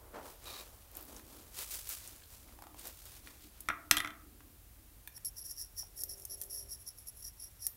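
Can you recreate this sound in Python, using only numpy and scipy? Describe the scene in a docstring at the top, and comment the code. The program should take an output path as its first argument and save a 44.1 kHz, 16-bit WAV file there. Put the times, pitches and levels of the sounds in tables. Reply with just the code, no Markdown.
"""A hobby desk in a quiet room. Paper and sleeves rustle, a small box slides over the mat, handled things
snap, and leaning arms set the desk humming. At 3.7 s a small tool drops and bounces: the desk rings, the
tool rattles, its steel tip pings. From 5.1 s a brush scrubs round a hand-held steel cup: slipping bristles
excite the wall and the ferrule ticks against it. Near 6 s a chair joint slips with a faint creak."""
import sys
import numpy as np
from scipy import signal
from scipy.fft import rfft, irfft
from scipy.io import wavfile
from scipy.ndimage import uniform_filter1d

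SR = 44100
rng = np.random.default_rng(int(sys.argv[2]) if len(sys.argv) > 2 else 0)


def waveform_to_disk(signal):
    """Save audio, clipped to [-1, 1], as 16-bit WAV at the path in sys.argv[1]."""
    frames = np.transpose(np.atleast_2d(signal))
    scaled = np.clip(frames, -1, 1) * 32767
    samples = np.round(scaled).astype(np.int16)
    wavfile.write(sys.argv[1], SR, samples)


N = 342216

# steel cup wall modes: f/Hz, width/Hz, gain/dB
CUP_MODES = [(1815, 170, -21.5), (5230, 920, -12), (5490, 340, 2), (5690, 200, -0.5), (7000, 430, -26.5),
             (10800, 850, -9), (10916, 230, 4), (11206, 290, 4.5), (11750, 400, -11)]


def gain(db):
    return 10 ** (np.asarray(db) / 20)


def unit_rms(x):
    return x / np.sqrt(np.mean(x ** 2) + 1e-20)


def add(mix, start_s, sound):
    part = mix[round(start_s * SR):][:len(sound)]
    part += sound[:len(part)]


def log_interp(points, hz):
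    """Interpolates (f/Hz, value) points over log frequency."""
    points_hz, values = np.transpose(points)
    return np.interp(np.log(hz + 1), np.log(points_hz + 1), values)


def coloured(x, spectrum):
    """x filtered by (f/Hz, level/dB) points, rms 1."""
    hz = np.fft.rfftfreq(len(x), 1 / SR)
    return unit_rms(irfft(rfft(x) * gain(log_interp(spectrum, hz)), len(x)))


def envelopes(gestures):
    """One power-summed gain curve per level column. Full at t; rise and fall each span 25 dB."""
    t, power = np.arange(N) / SR, 0
    for full_s, rise_s, hold_s, fall_s, *levels_db in gestures:
        ramp = np.minimum((t - full_s) / rise_s, (full_s + hold_s - t) / fall_s)
        shape_db = np.clip(25 * ramp, -200, 0)
        power = power + gain(np.add.outer(levels_db, shape_db)) ** 2
    return np.sqrt(power)


def grit(rate_hz, spread_db):
    """Tiny slips at random times, a few much larger than the rest."""
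    size = gain(spread_db * np.minimum(rng.exponential(1, N), 4))
    return size * rng.standard_normal(N) * (rng.random(N) < rate_hz / SR)


def clumps(spread_db, samples):
    """Random gain: friction comes in uneven bunches."""
    return gain(spread_db * unit_rms(uniform_filter1d(rng.standard_normal(N), samples)))


def resonate(x, modes):
    """Parallel resonances (f/Hz, width/Hz, gain/dB), each applied twice for steep flanks."""
    out = np.zeros(N)
    for hz, width_hz, db in modes:
        r = np.exp(-np.pi * width_hz / SR)
        section = [1 - r, 0, r - 1, 1, -2 * r * np.cos(2 * np.pi * hz / SR), r * r]
        out += gain(db) * signal.sosfilt([section, section], x)
    return out


def ring(modes, detune=0.):
    """Decaying sines of a struck body, peak 1; each blow lands elsewhere, so the modes scatter."""
    scatter_db, attack_s = 2.5, 0.0006
    t, x = np.arange(SR // 2) / SR, 0
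    for hz, db, t60_s in modes:
        db += scatter_db * rng.standard_normal()
        hz *= 1 + detune * rng.standard_normal()
        x = x + gain(db - 60 * t / t60_s) * np.sin(2 * np.pi * hz * t)
    x *= 1 - np.exp(-t / attack_s)
    return x / abs(x).max()


def crack(spectrum, t60_s):
    """Noise burst standing for many short modes, peak 1."""
    t = np.arange(4096) / SR
    x = coloured(rng.standard_normal(len(t)), spectrum) * gain(-60 * t / t60_s)
    return np.pad(x / abs(x).max(), (0, SR // 2 - len(t)))


def brush_scrub():
    """Bristles slip over steel, hiss and excite the cup wall; they drag lightly between strokes."""
    # t/s, rise/s, hold/s, fall/s, drive/dB, upper modes re drive/dB, hiss re drive/dB
    strokes = [(5.166, 0.038, 0.0083, 0.012, -52.5, 5, -4), (5.248, 0.0039, 0.031, 0.024, -49.5, 13.5, 0),
               (5.371, 0.016, 0.026, 0.038, -48.5, -5, -2), (5.408, .03, 0.013, 0.04, -55, 8, -12),
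               (5.452, 0.022, 0.067, 0.032, -47, 2, -2), (5.59, 0.059, 0.03, 0.064, -44.5, 0, -4.5),
               (5.78, 0.02, 0.019, 0.074, -42, -0.5, -5), (5.982, 0.031, 0.037, 0.021, -49, 7.5, 0.5),
               (6.095, 0.025, 0.026, 0.063, -48, 3.5, -3.5), (6.172, .05, 0.065, .03, -65.5, 6, 5.5),
               (6.301, 0.021, 0.046, 0.018, -49, 6.5, -3.5), (6.373, .03, 0.086, 0.071, -67.5, 13.5, 8),
               (6.506, 0.025, 0.1, 0.066, -50, 7, -2.5), (6.714, 0.053, 0.021, 0.048, -48, 5, -3),
               (6.775, .04, .05, 0.059, -67, 11.5, 3), (6.877, 0.029, 0.011, 0.036, -45, 0.5, -5.5),
               (6.982, .05, 0.026, 0.057, -61.5, 9, 1), (7.077, 0.023, 0.017, 0.015, -52.5, 11.5, 0),
               (7.191, 0.11, 0.043, .05, -63.5, 9.5, 2.5), (7.25, 0.046, 0.031, 0.037, -48, 0, -4),
               (7.41, 0.053, .035, .08, -54, 6, -4), (7.622, 0.029, 0.025, 0.06, -45, 3.5, -4)]
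    bristle_spectrum = [(3000, -28), (4500, -30), (6500, 0.5), (7800, -4.5), (9300, 1), (12500, 4),
                        (14000, 2.5), (16000, -3)]  # f/Hz, level/dB
    drag_db, drag_from_s = (-78, -90, -74), 5.12  # drive floor: lower modes, upper modes, hiss
    drive = envelopes([(*timing, db, db + upper_db, db + hiss_db)
                       for *timing, db, upper_db, hiss_db in strokes])
    drag = np.outer(gain(drag_db), np.arange(N) / SR > drag_from_s)
    lower_drive, upper_drive, hiss_drive = np.maximum(drive, drag)
    slips = unit_rms(grit(rate_hz=14000, spread_db=1.04) * clumps(spread_db=2.8, samples=200))
    lower = gain(14) * resonate(lower_drive * slips, CUP_MODES[:5])
    upper = gain(10) * resonate(upper_drive * slips, CUP_MODES[5:])
    hiss = gain(2.5) * hiss_drive * coloured(slips, bristle_spectrum)
    return lower + upper + hiss


def ferrule_ticks():
    """The ferrule hits the cup: a bright crack and a small thud, both ringing the wall."""
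    hits = [(5.0748, -32, -5.5), (5.177, -39.5, -10), (5.249, -30, -43), (5.9897, -40, -17),
            (6.0357, -21.5, -32), (6.198, -40, -25), (6.2518, -29, -40), (6.4147, -27, -22.5),
            (6.421, -29, -21), (6.4357, -33, -34), (6.545, -42, -35), (6.556, -44, -34),
            (7.667, -15, -29.5)]  # t/s, level/dB, thud re level/dB
    ferrule_spectrum = [(1760, -67), (3000, -35.5), (5740, -14.5), (6300, -10), (6810, -19), (8320, -11),
                        (9130, -4), (12100, -12), (13600, -3.5), (14400, -2), (16500, -33)]  # f/Hz, level/dB
    thud_modes = [(960, -8, 0.015), (1840, 0, 0.02), (2600, -6, 0.014), (3300, 0, 0.012), (4200, -3, 0.012)]  # cup in the hand: f/Hz, level/dB, t60/s
    out = np.zeros(N)
    for start_s, db, thud_db in hits:
        tick = crack(ferrule_spectrum, t60_s=0.022)
        thud = gain(thud_db) * ring(thud_modes, detune=0.04)
        add(out, start_s, gain(db) * (tick + thud))
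    return out + gain(-5.5) * resonate(out, CUP_MODES)


def tool_drop():
    """Each blow rings the desk and cracks and rattles the tool; its steel tip pings."""
    blows = [(3.687, -20, -5.5, -16), (3.7013, -22, -27, -21), (3.9116, -15, 11, -5.5),
             (3.969, -26, 7.5, 1.5), (3.974, -25, 0, -2), (3.982, -39.5, 14.5, 11), (4.0032, -24.5, 1, -10),
             (4.0472, -26, -14, -15), (4.0594, -35.5, -4, -14), (4.0742, -33, -4.5, -9),
             (4.1051, -40, -8, -7.5)]  # t/s, level/dB, crack re level/dB, rattle re level/dB
    desk_modes = [(93.1, -22, 0.059), (148, -24, 0.048), (240, -22.5, 0.077), (299, -26, 0.34),
                  (690, -17, .05), (1277, -24, 0.016), (1325, -4.5, 0.036), (1406, 0.5, 0.017),
                  (1630, -3, .03), (1795, -8, 0.035), (1950, 2.5, 0.018), (2094, -4, 0.019),
                  (2285, -1.5, 0.01)]  # f/Hz, level/dB, t60/s
    rattle_modes = [(3345, -4, .015), (3250, -2.5, .02), (3520, -10.5, 0.054), (3927, -8, 0.017)]  # f/Hz, level/dB, t60/s
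    tool_spectrum = [(1470, -27), (2500, -4), (4560, -8), (5640, 2), (7320, -6), (8240, 2), (9270, -6),
                     (11200, 0.5), (12400, -5.5), (15600, -19), (16500, -30.5)]  # f/Hz, level/dB
    tip_pings = [(3.9125, -41, 13580, .13), (3.982, -47, 11150, .3), (4.003, -58, 13580, .16)]  # t/s, level/dB, f/Hz, t60/s
    out = np.zeros(N)
    for start_s, db, crack_db, rattle_db in blows:
        contact = gain(crack_db) * crack(tool_spectrum, t60_s=0.012)
        rattle = gain(rattle_db) * ring(rattle_modes, detune=0.02)
        desk = ring(desk_modes, detune=0.024)
        add(out, start_s, gain(db) * (desk + contact + rattle))
    for start_s, db, hz, t60_s in tip_pings:
        add(out, start_s, gain(db) * ring([(hz, 0, t60_s)]))
    return out


def rustle(bunches):
    """Paper and cloth: clumped crackle over a smoother, duller rubbing."""
    # t/s, rise/s, hold/s, fall/s, crackle/dB, treble re crackle/dB, rubbing/dB
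    gestures = [(0.054, 0.28, 0.081, .1, -97, -2, -62), (0.145, 0.018, .01, 0.21, -60, -10, -43.5),
                (0.257, 0.095, 0.055, 0.16, -60, 4.5, -58), (0.465, 0.1, 0.15, 0.096, -52, 1.5, -56),
                (0.67, 0.055, 0.012, 0.48, -66.5, 6.5, -62), (0.964, 0.11, 0.049, 0.11, -59, 2, -60),
                (1.088, 0.079, 0.11, 0.063, -63, 6, -60.5), (1.316, 0.21, 0.044, 0.47, -61.5, 5, -62.5),
                (1.595, 0.086, 0.027, 0.078, -45.5, 6, -56), (1.721, 0.1, 0.031, 0.18, -50, 8.5, -61.5),
                (1.9, 0.081, 0.018, 0.18, -48, 7, -63), (2.061, 0.28, 0.044, 0.33, -58, 4.5, -66.5),
                (2.332, 0.14, 0.013, .3, -63.5, 8, -70), (2.486, .2, .04, .15, -66.5, 2, -67),
                (2.789, 0.045, 0.02, 0.09, -56, 3.5, -66.5), (2.856, 0.064, 0.015, .1, -52, 4.5, -57.5),
                (2.94, 0.12, .08, .2, -66, 7, -74), (3.07, 0.13, 0.095, 0.11, -59.5, 4, -70),
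                (3.265, 0.12, 0.039, 0.22, -61, 3.5, -66), (3.433, 0.1, 0.013, 0.085, -59, 2.5, -75),
                (3.53, .1, 0.16, 0.078, -68, -1, -75)]
    crackle_spectrum = [(530, -18.5), (900, -15), (1130, -8.5), (2140, -8.5), (2350, -7), (3920, -5.5),
                        (12900, -4), (15700, -4.5), (16500, -25)]  # f/Hz, level/dB
    rubbing_spectrum = [(88, -22), (150, -10), (338, -0.5), (385, 1.5), (595, 1.5), (1180, -3), (2150, -15),
                        (2500, -22), (3250, -20), (5500, -120)]  # f/Hz, level/dB
    body_gain, treble_gain, rubbing_gain = envelopes(
        [(*timing, db, db + treble_db, rubbing_db) for *timing, db, treble_db, rubbing_db in gestures])
    crackle = coloured(grit(rate_hz=9000, spread_db=1.3) * bunches, crackle_spectrum)
    body = signal.sosfilt(signal.butter(2, 7000, fs=SR, output="sos"), crackle)
    rubbing = coloured(rng.standard_normal(N) * bunches, rubbing_spectrum)
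    return body_gain * unit_rms(body) + treble_gain * unit_rms(crackle - body) + rubbing_gain * rubbing


def handling_snaps():
    """Handled things snap: short bursts, steep below their centre, spreading above."""
    snaps = [(0.143, -61, 670, 0.014), (0.8224, -47, 3800, 0.009), (0.442, -42, 6000, .012),
             (0.598, -39, 5500, .012), (0.9155, -40, 10000, .008), (0.9528, -35.5, 8150, 0.0093),
             (0.966, -35, 11000, .008), (0.97, -25, 12500, .008), (1.01, -35, 12500, .012),
             (1.027, -36, 12500, .012), (1.052, -38, 12000, .012), (1.1644, -38.5, 5440, 0.02),
             (1.198, -45, 1500, 0.012), (1.8912, -24, 9600, 0.015), (2.0754, -34.5, 7400, 0.026),
             (2.162, -44, 8600, 0.015), (2.2213, -49, 1450, 0.011), (2.236, -47, 3040, 0.021),
             (2.487, -49, 1180, 0.017), (2.589, -39, 676, 0.02), (2.622, -36.5, 725, 0.023),
             (2.639, -43, 730, 0.015), (2.669, -40.5, 690, 0.024), (2.744, -42.5, 670, 0.022),
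             (2.794, -34.5, 9350, 0.018), (2.8709, -32, 9400, 0.021), (3.0545, -41, 9500, 0.015),
             (3.273, -35.5, 1870, 0.013), (3.3824, -56, 1660, 0.012), (3.6058, -30, 9600, 0.022),
             (4.406, -45, 1300, 0.015), (5.799, -58, 935, 0.04), (5.831, -46.5, 650, 0.018)]  # t/s, level/dB, f/Hz, t60/s
    out = np.zeros(N)
    for start_s, db, hz, t60_s in snaps:
        spectrum = [(hz / 3.2, -35), (hz / 0.95, 0), (hz * 1.6, -4), (hz * 3.4, -20)]
        add(out, start_s, gain(db) * crack(spectrum, t60_s))
    return out


def box_slide(bunches):
    """Friction on the mat excites a small box."""
    slide = [(.47, 0.044, 0.138, 0.036, -53)]  # t/s, rise/s, hold/s, fall/s, level/dB
    box_modes = [(1160, 120, -4.5), (2430, 110, -3.5), (3870, 330, 0), (4370, 200, -3), (5000, 150, -9.5)]  # f/Hz, width/Hz, gain/dB
    slips = grit(rate_hz=3000, spread_db=2.3) * bunches
    return envelopes(slide)[0] * unit_rms(resonate(slips, box_modes))


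def desk_hum():
    """Arms moving on the desk top drive its low modes with noise."""
    arm_moves = [(1.0, 0.1, 0.29, 0.6, -61.5), (2.12, .15, 0.045, .12, -69.5),
                 (2.46, 0.23, 0.42, .15, -66.5), (3.22, 0.38, 0.097, .15, -69),
                 (3.46, .08, 0.013, 0.065, -59), (3.62, 0.084, 0.85, 0.34, -66),
                 (4.7, 0.15, 0.28, 0.37, -73.5), (5.17, .15, .12, .15, -82),
                 (5.47, 0.092, 0.022, 0.071, -71)]  # t/s, rise/s, hold/s, fall/s, level/dB
    hum = resonate(rng.standard_normal(N), [(287, 83, -5), (240, 66, -9)])
    return envelopes(arm_moves)[0] * unit_rms(hum)


def chair_creak():
    """A joint slips at an uneven pace; a weaker slip follows each one."""
    pushes = [(6.02, 0.11, 0.22, 0.059, -66.5), (6.3, .04, .36, 0.22, -65.5)]  # t/s, rise/s, hold/s, fall/s, level/dB
    chair_modes = [(398, 9, 0.075), (556, 10, 0.06), (671.5, 6.5, 0.11), (810, -33, 0.017)]  # f/Hz, level/dB, t60/s
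    mean_rate_hz, follow_s = 50, 0.00812
    rate_hz = mean_rate_hz * (1 + 0.55 * uniform_filter1d(rng.standard_normal(N), 400))
    slip_count = np.floor(np.cumsum(rate_hz) / SR)
    slips = (np.diff(slip_count, prepend=0) > 0) * gain(1.6 * rng.standard_normal(N))
    slips += 0.47 * np.roll(slips, round(follow_s * SR))
    creak = signal.oaconvolve(slips, ring(chair_modes))[:N]
    return envelopes(pushes)[0] * unit_rms(creak)


def room_echoes(x):
    """Sparse reflections of random sign, each band dying at its own rate."""
    decay = [(200, 0.44), (660, 0.63), (1500, 0.44), (2500, .3), (3500, 0.23), (10000, 0.1), (16000, 0.34)]  # f/Hz, t60/s
    taps = np.zeros(SR)
    slots = np.arange(150, SR - 20, 20)
    taps[slots + rng.integers(0, 20, len(slots))] = rng.choice([-1., 1.], len(slots))
    hz, t, bands = signal.stft(taps, SR, nperseg=256)
    t60_s = log_interp(decay, hz)[:, None]
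    tail = signal.istft(bands * gain(-60 * t / t60_s), SR, nperseg=256)[1]
    return signal.fftconvolve(x, tail / np.linalg.norm(tail))[:N]


def room_tone():
    """Low rumble of the house and a faint hiss."""
    spectrum = [(12, -24), (30, -5.5), (52, 2), (75, -2.5), (110, -8), (150, -18.5), (273, -22),
                (492, -24.5), (1650, -29.5), (4410, -31), (6910, -31), (12500, -25), (15200, -26),
                (16500, -27.5)]  # f/Hz, level/dB
    return gain(-58) * coloured(rng.standard_normal(N), spectrum)


def scene():
    """Mono mix; only the impacts feed the echoes."""
    drop, ticks, snaps = tool_drop(), ferrule_ticks(), handling_snaps()
    echoes = room_echoes(gain(-9) * drop + gain(-9.5) * ticks + gain(-7) * snaps)
    scrub = brush_scrub()
    bunches = clumps(spread_db=1.8, samples=220)
    handling = rustle(bunches) + box_slide(bunches)
    background = desk_hum() + chair_creak() + room_tone()
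    return (scrub + ticks + drop + handling + snaps + echoes + background)[None]


def record(dry):
    """Steep low-pass."""
    cutoff_hz = 15850
    lowpass = signal.firwin(511, cutoff_hz, window=("kaiser", 9), fs=SR)
    return signal.oaconvolve(dry, lowpass[None], "same")


dry = scene()
out = record(dry)
waveform_to_disk(out)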